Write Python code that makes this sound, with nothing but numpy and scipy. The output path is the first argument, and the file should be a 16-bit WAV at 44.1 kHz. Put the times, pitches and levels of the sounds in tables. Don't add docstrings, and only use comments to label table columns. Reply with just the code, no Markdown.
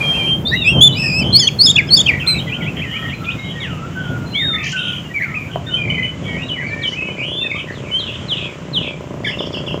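import sys
import numpy as np
from scipy import signal
from scipy.fft import rfft, irfft
from scipy.io import wavfile

SR = 44100
rng = np.random.default_rng(int(sys.argv[2]) if len(sys.argv) > 2 else 0)


def invert_db(x):
    u = np.asarray(x, float) / 20
    return 10 ** u


def inscribe(sig):
    pcm = np.round(np.clip(np.atleast_2d(sig).T, -1, 1) * 32767)
    wavfile.write(sys.argv[1], SR, pcm.astype(np.int16))


N = 432180

# (syllable, start t/s, length t/s, pitch f/Hz, peak level/dB)
SONG = [("chirp", .515, .06, 2100, -11), ("chirp", .645, .094, 2850, -6),
        ("whistle", .804, .089, 3520, -1.1), ("trill", .945, .285, 2560, -16),
        ("rise", 1.325, .053, 4430, -1.1), ("top", 1.377, .034, 5200, -9.5),
        ("sag", 1.414, .046, 4500, -14), ("droop", 1.39, .077, 3530, -12.5),
        ("snap", 1.468, .024, 3350, -2.5), ("rise", 1.587, .042, 4500, -2.1),
        ("top", 1.631, .041, 5220, -5.5), ("dip", 1.656, .063, 3760, -5.5), ("tick", 1.754, .018, 3460, -3),
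        ("hook", 1.768, .042, 2850, -4), ("top", 1.872, .024, 5260, -35), ("sag", 1.885, .017, 3160, -21),
        ("rise", 1.903, .055, 4540, -1.5), ("top", 1.957, .023, 5290, -11), ("dip", 1.963, .057, 3720, -7),
        ("tick", 2.057, .019, 3200, -7.5), ("hook", 2.074, .039, 2900, -5),
        ("close", 2.265, .145, 4167, -10.1)]
SYLLABLES = { "chirp": (-23, -28, [(0, .83, -15), (.4, .92, 0), (.73, 1, -9), (.93, .93, -17),
             (1, .92, -29)]), "whistle": (-23, -35.5, [(0, .88, -17), (.12, .95, -2), (.4, 1, 0),
             (.73, 1.001, -6), (.85, .98, -1), (.93, .93, -26), (1, .85, -30)]),
             "trill": (-4.5, -21, [(0, .9, -30), (.07, .94, -14), (.1, .965, -7), (.17, 1.005, -4),
             (.4, 1, 0), (.61, .96, -4), (.895, 1.04, -.5), (.965, .985, -9), (1, .89, -5)]),
             "rise": (-33, -44, [(0, .93, -24), (.1, .935, -12), (.3, .955, -8), (.6, .985, -2.5),
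             (.8, 1.005, 0), (1, 1.05, -10)]), "top": (-36, -48, [(0, .93, -5), (.35, .97, -3), (.75, 1, 0),
             (1, .99, -18)]), "sag": (-27, -42, [(0, 1.13, -18), (.45, 1, 0), (1, .96, -8)]),
             "droop": (-5.5, -27, [(0, .935, -25), (.13, 1, 0), (.52, .885, -5.5), (1, .85, -11)]),
             "snap": (-17, -38, [(0, .93, -16), (.45, 1, 0), (.62, .96, -10), (1, .67, -14)]),
             "dip": (-10, -31, [(0, .97, -26), (.1, 1, -9), (.25, .94, -1.5), (.4, .9, -7),
             (.55, .89, -1.5), (.64, .91, -6), (.75, .96, 0), (.85, 1.01, -6), (.9, .95, -2),
             (1, .78, -18)]), "tick": (-25, -50, [(0, .96, -21), (.56, 1, 0), (1, 1.03, -20)]),
             "hook": (-34, -42, [(0, .86, -4), (.2, 1, -12), (.28, .99, -6), (.53, .835, 0), (.8, .75, -11),
             (1, .68, -12)]), "close": (-18.5, -33, [(0, .82, -11), (.04, .96, -14), (.083, 1, 0),
             (.44, .97, -4.5), (.745, .94, -23), (.88, .9, -11), (1, .92, -27)])}
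# (start t/s, length t/s, from f/Hz, to f/Hz, peak level/dB,
# share of length at the peak)
WHISTLES = [(.006, .09, 2420, 2330, -20.5, .1), (1.21, .18, 3060, 3130, -26, .2),
            (5.1, .045, 1900, 1950, -37, .5), (.17, .09, 2450, 2360, -23, .55),
            (.455, .07, 3520, 3880, -18, .3), (.52, .1, 3900, 3780, -24, .3),
            (.615, .055, 3750, 3330, -17, .02), (.67, .13, 3300, 3090, -16.5, .98),
            (.53, .06, 2590, 2950, -29, .6), (.58, .07, 2930, 2580, -28, .6),
            (.89, .11, 3040, 2900, -20.5, .02), (1.03, .07, 1850, 1770, -36, .4),
            (1.34, .06, 2370, 2260, -37, .5), (1.41, .03, 2150, 1840, -27, .98),
            (1.75, .17, 1680, 1635, -36, .3), (2.47, .03, 2050, 1900, -30, .3),
            (2.88, .2, 2880, 2930, -34, .3), (3.14, .08, 4100, 4050, -42, .1),
            (2.46, .22, 1470, 1410, -41, .8), (2.8, .04, 1950, 2830, -27, .6),
            (2.84, .24, 3000, 3130, -33, .6), (2.9, .18, 3200, 3270, -34, .6),
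            (2.94, .14, 1850, 1888, -28, .9), (2.94, .15, 1300, 1320, -36, .6),
            (3.19, .17, 1320, 1355, -36, .3), (3.26, .04, 2350, 2500, -23, .7),
            (3.298, .028, 2500, 3800, -24, .3), (3.39, .14, 3770, 3820, -41, .2),
            (3.37, .15, 2150, 2130, -37, .4), (3.52, .09, 1870, 1871, -34, .7),
            (3.79, .08, 1290, 1400, -30, .6), (4.26, .12, 4140, 4100, -38, .35),
            (5.05, .05, 2830, 2800, -33, .02), (5.49, .04, 1510, 1580, -37, .5),
            (5.665, .04, 3550, 3680, -27, .4), (5.7, .08, 2925, 3190, -21, .6),
            (5.77, .06, 3180, 3080, -23, .02), (5.77, .16, 2466, 2260, -25, .3),
            (5.93, .02, 2260, 2490, -22, .98), (5.9, .1, 2990, 3090, -20.5, .02),
            (5.97, .09, 2050, 2015, -22, .2), (6.09, .06, 2030, 2035, -36, .98),
            (6.03, .09, 2980, 3030, -22, .1), (6.25, .11, 2270, 2200, -30, .6),
            (6.42, .07, 2780, 2850, -31, .3), (6.27, .18, 1910, 1911, -36, .55),
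            (6.42, .055, 3620, 3940, -37, .6), (6.57, .07, 2050, 1570, -32, .8),
            (6.58, .07, 1856, 2300, -24, .4), (6.65, .22, 2330, 2290, -28, .6),
            (6.7, .15, 1750, 1880, -31, .6), (6.53, .06, 2600, 1800, -33, .7),
            (6.92, .05, 1950, 2544, -25, .98), (6.97, .11, 2544, 2583, -23, .3),
            (7.03, .12, 2900, 3050, -33, .55), (6.97, .1, 1950, 2370, -36, .8),
            (7.069, .031, 2370, 2157, -28, .98), (7.1, .07, 2490, 2300, -35, .15),
            (7.22, .06, 2750, 3330, -24, .4), (7.27, .19, 3300, 3620, -25, .7),
            (7.45, .16, 3620, 3640, -33, .1), (7.4, .11, 2720, 2500, -26, .7),
            (7.5, .04, 2500, 1980, -25, .6), (7.44, .05, 1920, 1600, -35, .02),
            (7.55, .05, 1145, 1280, -33, .2), (7.864, .056, 2350, 2170, -34, .9),
            (7.915, .1, 2980, 3260, -19, .45), (5.665, .05, 1800, 1780, -38, .3)]
WARBLES = [(2.1, .1, 2150, 2050, -20.5, .02), (2.262, .05, 2300, 2500, -23, .5),
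           (2.335, .045, 2400, 2500, -24, .6), (4.53, .21, 2000, 1950, -27, .2),
           (4.58, .16, 2350, 2650, -27, .3), (4.62, .12, 3000, 3050, -29, .8),
           (5.84, .24, 2250, 2350, -27, .4), (7.5, .16, 2350, 2500, -25, .2),
           (9.246, .065, 3400, 3100, -25, .55)]
RASPS = [(.13, .05, 2500, 2750, -27, .5), (.26, .04, 2520, 3000, -25, .7), (.47, .03, 3900, 4850, -23, .05),
         (.92, .03, 3750, 3940, -29, .45), (1.24, .14, 3110, 3145, -27, .5),
         (2.2, .02, 3100, 3050, -22, .1), (2.21, .05, 2600, 2300, -24, .1),
         (2.395, .04, 3100, 3200, -27, .3), (2.23, .12, 1350, 1400, -39, .5),
         (3.43, .16, 3020, 3090, -36, .52), (3.6, .09, 3800, 2250, -29, .4),
         (3.7, .15, 2840, 2780, -36, .02), (3.92, .19, 2950, 3200, -39, .7),
         (4.76, .25, 3030, 3120, -24, .38), (4.75, .25, 2730, 2480, -30, .15),
         (4.78, .15, 3625, 3570, -35, .35), (5.2, .05, 1750, 2400, -19, .5),
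         (5.27, .07, 2000, 2100, -33, .5), (5.42, .07, 2200, 2450, -33, .5),
         (5.51, .07, 3100, 3000, -34, .5), (6.23, .16, 3200, 3000, -35, .5),
         (6.34, .1, 2000, 2800, -29, .5), (6.67, .07, 4600, 3600, -45, .3),
         (7.25, .14, 2900, 3200, -27, .5), (7.17, .09, 2200, 2650, -27, .5), (6.6, .1, 2100, 2200, -29, .4),
         (7.56, .07, 3250, 2900, -29, .7), (7.67, .08, 1800, 1990, -35, .4),
         (7.72, .08, 4500, 2870, -42, .75), (7.82, .1, 2520, 2281, -40, .7),
         (8.06, .12, 2800, 2550, -37, .5), (8.36, .17, 2650, 2300, -32, .45),
         (8.8, .14, 2700, 2300, -31, .6), (8.18, .1, 3150, 3160, -36, .2)]
# (start t/s, end t/s, centre f/Hz, basic swing f/Hz, level/dB)
BUZZES = [(2.474, 2.51, 3100, 170, -35), (2.62, 2.663, 3100, 170, -33), (2.76, 2.815, 3100, 120, -35),
          (3.082, 3.115, 3050, 250, -31), (2.75, 2.8, 2300, 450, -38), (3.238, 3.263, 2900, 650, -37),
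          (4.633, 4.733, 5370, 1450, -37.5), (6.869, 6.96, 5260, 910, -47), (8.057, 8.174, 3180, 330, -33),
          (8.334, 8.467, 3170, 330, -32), (8.787, 8.904, 3156, 325, -32), (9.24, 9.32, 5030, 350, -45),
          (9.377, 9.478, 5120, 350, -49), (9.52, 9.6, 4900, 400, -47), (9.665, 9.75, 5060, 350, -53)]
FIGURES = {"hold": [(0, 1.02, -14), (.2, 1.01, -3), (.55, .995, -5), (.85, 1, 0), (.92, 1.005, -8),
           (1, 1.02, -25)], "arch": [(0, .74, -18), (.12, .88, 0), (.27, .965, -3), (.56, 1, -1),
           (1, .945, -4)], "dive": [(0, 1.45, -22), (.1, 1.12, -6), (.2, 1.01, 0), (.5, 1, -6),
           (1, .99, -22)], "slur": [(0, 1.5, -16), (.3, 1.3, -8), (.7, 1.08, 0), (1, 1, -12)],
           "fall": [(0, 1, -3), (.14, .96, 0), (.36, .73, -8), (.55, .58, -11), (1, .525, -14)],
           "answer": [(0, 1.01, -3), (.12, 1, 0), (.35, .955, -6), (.85, .945, -12), (1, .94, -22)],
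           "swoop": [(0, 1.2, -.5), (.2, 1.03, -8), (.55, 1.03, -11), (.85, 1.3, -1.5), (1, 1.42, 0)],
           "climb": [(0, .74, -6), (.3, .77, -3), (.62, .97, 0), (1, 1, -14)], "curl": [(0, .72, -10),
           (.17, 1, 0), (.5, .93, -3), (1, .88, -14)], "chatter": [(0, .6, -8), (.06, .73, 0),
           (.19, .55, -4), (.3, .53, -6), (.39, .7, -3), (.47, .62, -4), (.62, 1, -5), (.72, .84, -4),
           (.83, .97, -10), (1, .85, -16)], "zigzag": [(0, 1, -4), (.08, .97, -4), (.2, .8, 0),
           (.32, .97, -8), (.46, .75, -3), (.6, .97, -7), (.76, .8, -12), (.9, .96, -14), (1, .88, -22)]}
# (figure, start t/s, length t/s, pitch f/Hz, peak level/dB)
FAR_FIGURES = [("hold", .02, .37, 3160, -16.5), ("arch", 4.33, .235, 3750, -19.5),
               ("climb", 2.495, .085, 3180, -24), ("swoop", 2.61, .08, 1920, -24),
               ("swoop", 2.84, .139, 1780, -28), ("swoop", 3.065, .08, 1800, -26),
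               ("fall", 3.6, .2, 2260, -29), ("answer", 3.955, .32, 1510, -29),
               ("fall", 4.35, .29, 2290, -25), ("answer", 4.73, .25, 1510, -26.5),
               ("fall", 5.14, .24, 2360, -26), ("answer", 5.67, .15, 1500, -36),
               ("dive", 6.48, .12, 2960, -25), ("dive", 6.82, .19, 3000, -20.5),
               ("slur", 7.99, .06, 2900, -21), ("slur", 8.283, .065, 2800, -17),
               ("slur", 8.732, .063, 2830, -16.5), ("chatter", 9.243, .132, 3120, -23),
               ("curl", 5.337, .09, 2620, -23), ("zigzag", 9.39, .09, 3620, -20.5),
               ("zigzag", 9.533, .092, 3460, -25), ("zigzag", 9.666, .104, 3440, -25)]
# (t/s, average firings per s, level/dB)
ENGINE = [(5.6, 29.5, -42), (6.5, 30.0, -37), (7.25, 30.5, -33), (8.14, 30.3, -38), (8.7, 29.5, -33),
          (9.8, 28.7, -28.5)]
# (f/Hz, width f/Hz, level/dB)
EXHAUST = [(400, 193, 1), (627, 127, 1.5), (1000, 220, -4)]
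# (f/Hz, relative level/dB, time to fall by 60 dB t/s)
KNOCK = [(680, 1.5, 0.019), (960, -17.5, 0.07)]
# (t/s, rumble level/dB before swells and drift, hiss gain/dB before drift)
BACKGROUND = [(0.0, -22, -55), (1.0, -21, -54), (1.7, -23.5, -54), (2.4, -22.5, -53), (3.2, -27, -57),
              (4.2, -25, -58), (5.0, -29, -56.5), (5.45, -28, -59), (5.7, -27, -65), (7.7, -31.5, -67),
              (8.6, -30.5, -69), (9.8, -26.5, -65)]
# (f/Hz, relative level/dB per Hz)
RUMBLE_COLOUR = [(18, -44), (30, -35.5), (68, -8), (152, 0), (213, -7.5), (440, -18), (628, -20.5),
                 (1090, -31), (1200, -32), (1560, -38), (2640, -120)]
# (centre t/s, spread to each side t/s, rise level/dB)
SWELLS = [(0.785, 0.028, 7.5), (1.274, 0.057, 6.5), (5.896, 0.058, 4.5), (6.353, 0.074, 6.5),
          (8.8, 0.047, 9)]
# (f/Hz, relative level/dB per Hz)
AIR_COLOUR = [(590, -30.5), (1000, -3), (1760, -6), (3020, -5.5), (4200, -20), (7270, -15.5), (8300, -28.5),
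              (10800, -59), (18300, -120)]


def near_bird():
    k = np.arange(7)
    flick_s = 0.992 + k * (0.0225 - 0.0004 * k)
    flicks = bumps(flick_s, 0.0026).sum(axis=0)
    shake_hz = 32 * drift(320) + 190 * flicks
    voice = np.zeros(N)
    for name, *note in SONG:
        second_db, third_db, shape = SYLLABLES[name]
        harmonics_db = [0, second_db, third_db, third_db - 15, third_db - 18]
        add(voice, sung(shape, *note), shake_hz, harmonics_db, edge_s=0.0034)
    voice = voice * invert_db(-7 * flicks)
    high_pass = signal.butter(2, 1200, "high", fs=SR, output="sos")
    voice = voice + 0.13 * signal.sosfilt(high_pass, voice ** 2)
    return voice + invert_db(-16.5) * echoes(voice, t60_s=0.31, gap_s=0.0074)


def far_birds():
    whistles, rough, clear = np.zeros((3, N))
    shake = drift(146.4)
    waver_hz = 24 * shake
    pulse = np.sin(2 * np.pi * np.cumsum(95 + 12 * drift(17)) / SR)

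    notes = [glide(*row) for row in WHISTLES]
    notes += [sung(FIGURES[name], *note) for name, *note in FAR_FIGURES]
    for rows in notes:
        near = np.max(rows[:, 2]) > -20.2
        target, steadiness = (clear, 0.4) if near else (whistles, 1)
        add(target, rows, waver_hz * steadiness, [0, -37, -40], edge_s=0.005)
    for row in WARBLES:
        swing = np.sin(2 * np.pi * 42 * (np.arange(N) / SR - row[0]))
        add(whistles, glide(*row), 200 * swing + waver_hz, [0, -30, -34], edge_s=0.005)
    for row in RASPS:
        add(rough, glide(*row), 110 * pulse + 90 * shake, [0, -30, -34], edge_s=0.005)
    for start, end, hz, swing_hz, level_db in BUZZES:
        rows = [(start, hz, level_db), (end, hz, level_db)]
        add(rough, rows, swing_hz * (0.95 * pulse + 0.5 * drift(413)), [0], edge_s=0.0067)

    whistles = whistles * invert_db(2.5 * drift(30) + 1.8 * drift(110) + 1.3)
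    rough = rough * invert_db(1.63 * pulse + 2.8 * drift(72) + 2.0)
    clear = clear * invert_db(1.2 * drift(25) + 2.5)
    sent_to_echo = whistles + rough + invert_db(-4) * clear
    return whistles + rough + clear + invert_db(-5.5) * echoes(sent_to_echo, t60_s=0.26, gap_s=0.0062)


def engine():
    per_s, level_db = in_time(ENGINE)
    turns = np.cumsum(per_s + 1.3 * drift(8)) / SR
    fired = np.diff(np.floor(turns + 0.3), prepend=0) > 0
    kicks = fired * invert_db(2.3 * rng.standard_normal(N))
    puffs = signal.lfilter([1], [1, -0.97], kicks) * (1 + 0.4 * rng.standard_normal(N))
    pipe = np.zeros(N)
    for k, (hz, width_hz, db) in enumerate(EXHAUST):
        pipe += invert_db(db) * resonance(puffs, hz, width_hz) * (-1) ** k
    pipe = pipe + invert_db(-4) * echoes(pipe, t60_s=0.17, gap_s=0.0029)
    running = np.arange(N) > ENGINE[0][0] * SR
    return invert_db(level_db) * running * rms_one(pipe)


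def knock():
    t = np.maximum(np.arange(N) / SR - 5.559, 0)
    blow = np.zeros(N)
    for hz, db, t60_s in KNOCK:
        blow += invert_db(-7 + db - 60 * t / t60_s) * np.sin(-2 * np.pi * hz * t)
    return blow + invert_db(-5.5) * echoes(blow, t60_s=0.15, gap_s=0.012)


def road_rumble():
    rumble_db, _ = in_time(BACKGROUND)
    s, spread_s, rise_db = np.transpose(SWELLS)
    return invert_db(rumble_db + rise_db @ bumps(s, spread_s) + 1.65 * drift(6)) * coloured(RUMBLE_COLOUR)


def hollow_drone():
    drone = rms_one(resonance(rng.standard_normal(N), 520, 500))
    end_s, fade_s = 0.3, 0.05
    past_end = np.minimum((np.arange(N) / SR - end_s) / fade_s, 60)
    return invert_db(-30) * drone / (1 + np.exp(past_end))


def air_noise():
    return invert_db(-41 + 1.5 * drift(1.3)) * coloured(AIR_COLOUR)


def top_hiss():
    _, hiss_db = in_time(BACKGROUND)
    high_pass = signal.butter(6, 8800, "high", fs=SR, output="sos")
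    hiss = signal.sosfilt(high_pass, rng.standard_normal(N))
    peak = resonance(hiss, 14600, 1500)
    return invert_db(hiss_db + 2.6 * drift(9)) * (hiss + invert_db(-1.5) * peak)


def sung(shape, start, length, hz, level_db):
    return np.array(shape) * [length, hz, 1] + [start, 0, level_db]


def glide(start, length, from_hz, to_hz, level_db, share):
    u = np.array([0, np.clip(share, 0.01, 0.99), 1])
    below_peak_db = np.array([15 * u[1], 0, 18 * (1 - u[1])])
    return np.transpose([start + length * u, from_hz + (to_hz - from_hz) * u, level_db - below_peak_db])


def add(out, rows, shake_hz, harmonics_db, edge_s):
    s, hz, level_db = np.transpose(rows)
    n = np.arange(max(int((s[0] - edge_s) * SR), 0), min(int((s[-1] + edge_s) * SR), N))
    t = n / SR
    phase = 2 * np.pi * np.cumsum(np.interp(t, s, hz) + shake_hz[n]) / SR
    fade = np.clip(np.minimum(t - s[0], s[-1] - t) / (2 * edge_s) + 0.5, 0, 1)
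    tone = sum(invert_db(db) * np.sin((k + 1) * phase) for k, db in enumerate(harmonics_db))
    out[n] += np.sqrt(2) * invert_db(np.interp(t, s, level_db)) * fade * tone


def echoes(x, t60_s, gap_s):
    t = np.arange(SR) / SR
    tail = rng.standard_normal(SR) * invert_db(-60 * t / t60_s) * (t > gap_s)
    return signal.fftconvolve(x, tail / np.sqrt(np.sum(tail ** 2)))[:N]


def bumps(times, widths):
    distance = np.arange(N) / SR - np.reshape(times, (-1, 1))
    return np.exp(-0.5 * (distance / np.reshape(widths, (-1, 1))) ** 2)


def in_time(rows):
    s, *columns = np.transpose(rows)
    return [np.interp(np.arange(N) / SR, s, c) for c in columns]


def rms_one(x):
    return x / np.sqrt(np.mean(x ** 2) + 1e-20)


def drift(rate_hz):
    r = np.exp(-2 * np.pi * rate_hz / SR)
    wander = signal.lfilter([1], [1, -2 * r, r * r], rng.standard_normal(N + SR))
    return rms_one(wander[SR:])


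def coloured(spectrum):
    hz, level_db = np.transpose(spectrum)
    log_hz = np.log(np.arange(1, N // 2 + 2) * SR / N)
    gain = invert_db(np.interp(log_hz, np.log(hz), level_db))
    return rms_one(irfft(rfft(rng.standard_normal(N)) * gain, N))


def resonance(x, hz, width_hz):
    r = np.exp(-np.pi * width_hz / SR)
    feedback = [1, -2 * r * np.cos(2 * np.pi * hz / SR), r * r]
    return signal.lfilter([(1 - r * r) / 2, 0, (r * r - 1) / 2], feedback, x)


def scene():
    birds = near_bird() + far_birds()
    background = road_rumble() + hollow_drone() + air_noise() + top_hiss()
    return (birds + engine() + knock() + background)[None]


def roll_off(x):
    return signal.sosfilt(signal.butter(12, 15570, fs=SR, output="sos"), x)


def record(dry):
    overloaded = np.clip(dry, -1, 1)
    return roll_off(overloaded)


dry = scene()
out = record(dry)
inscribe(out)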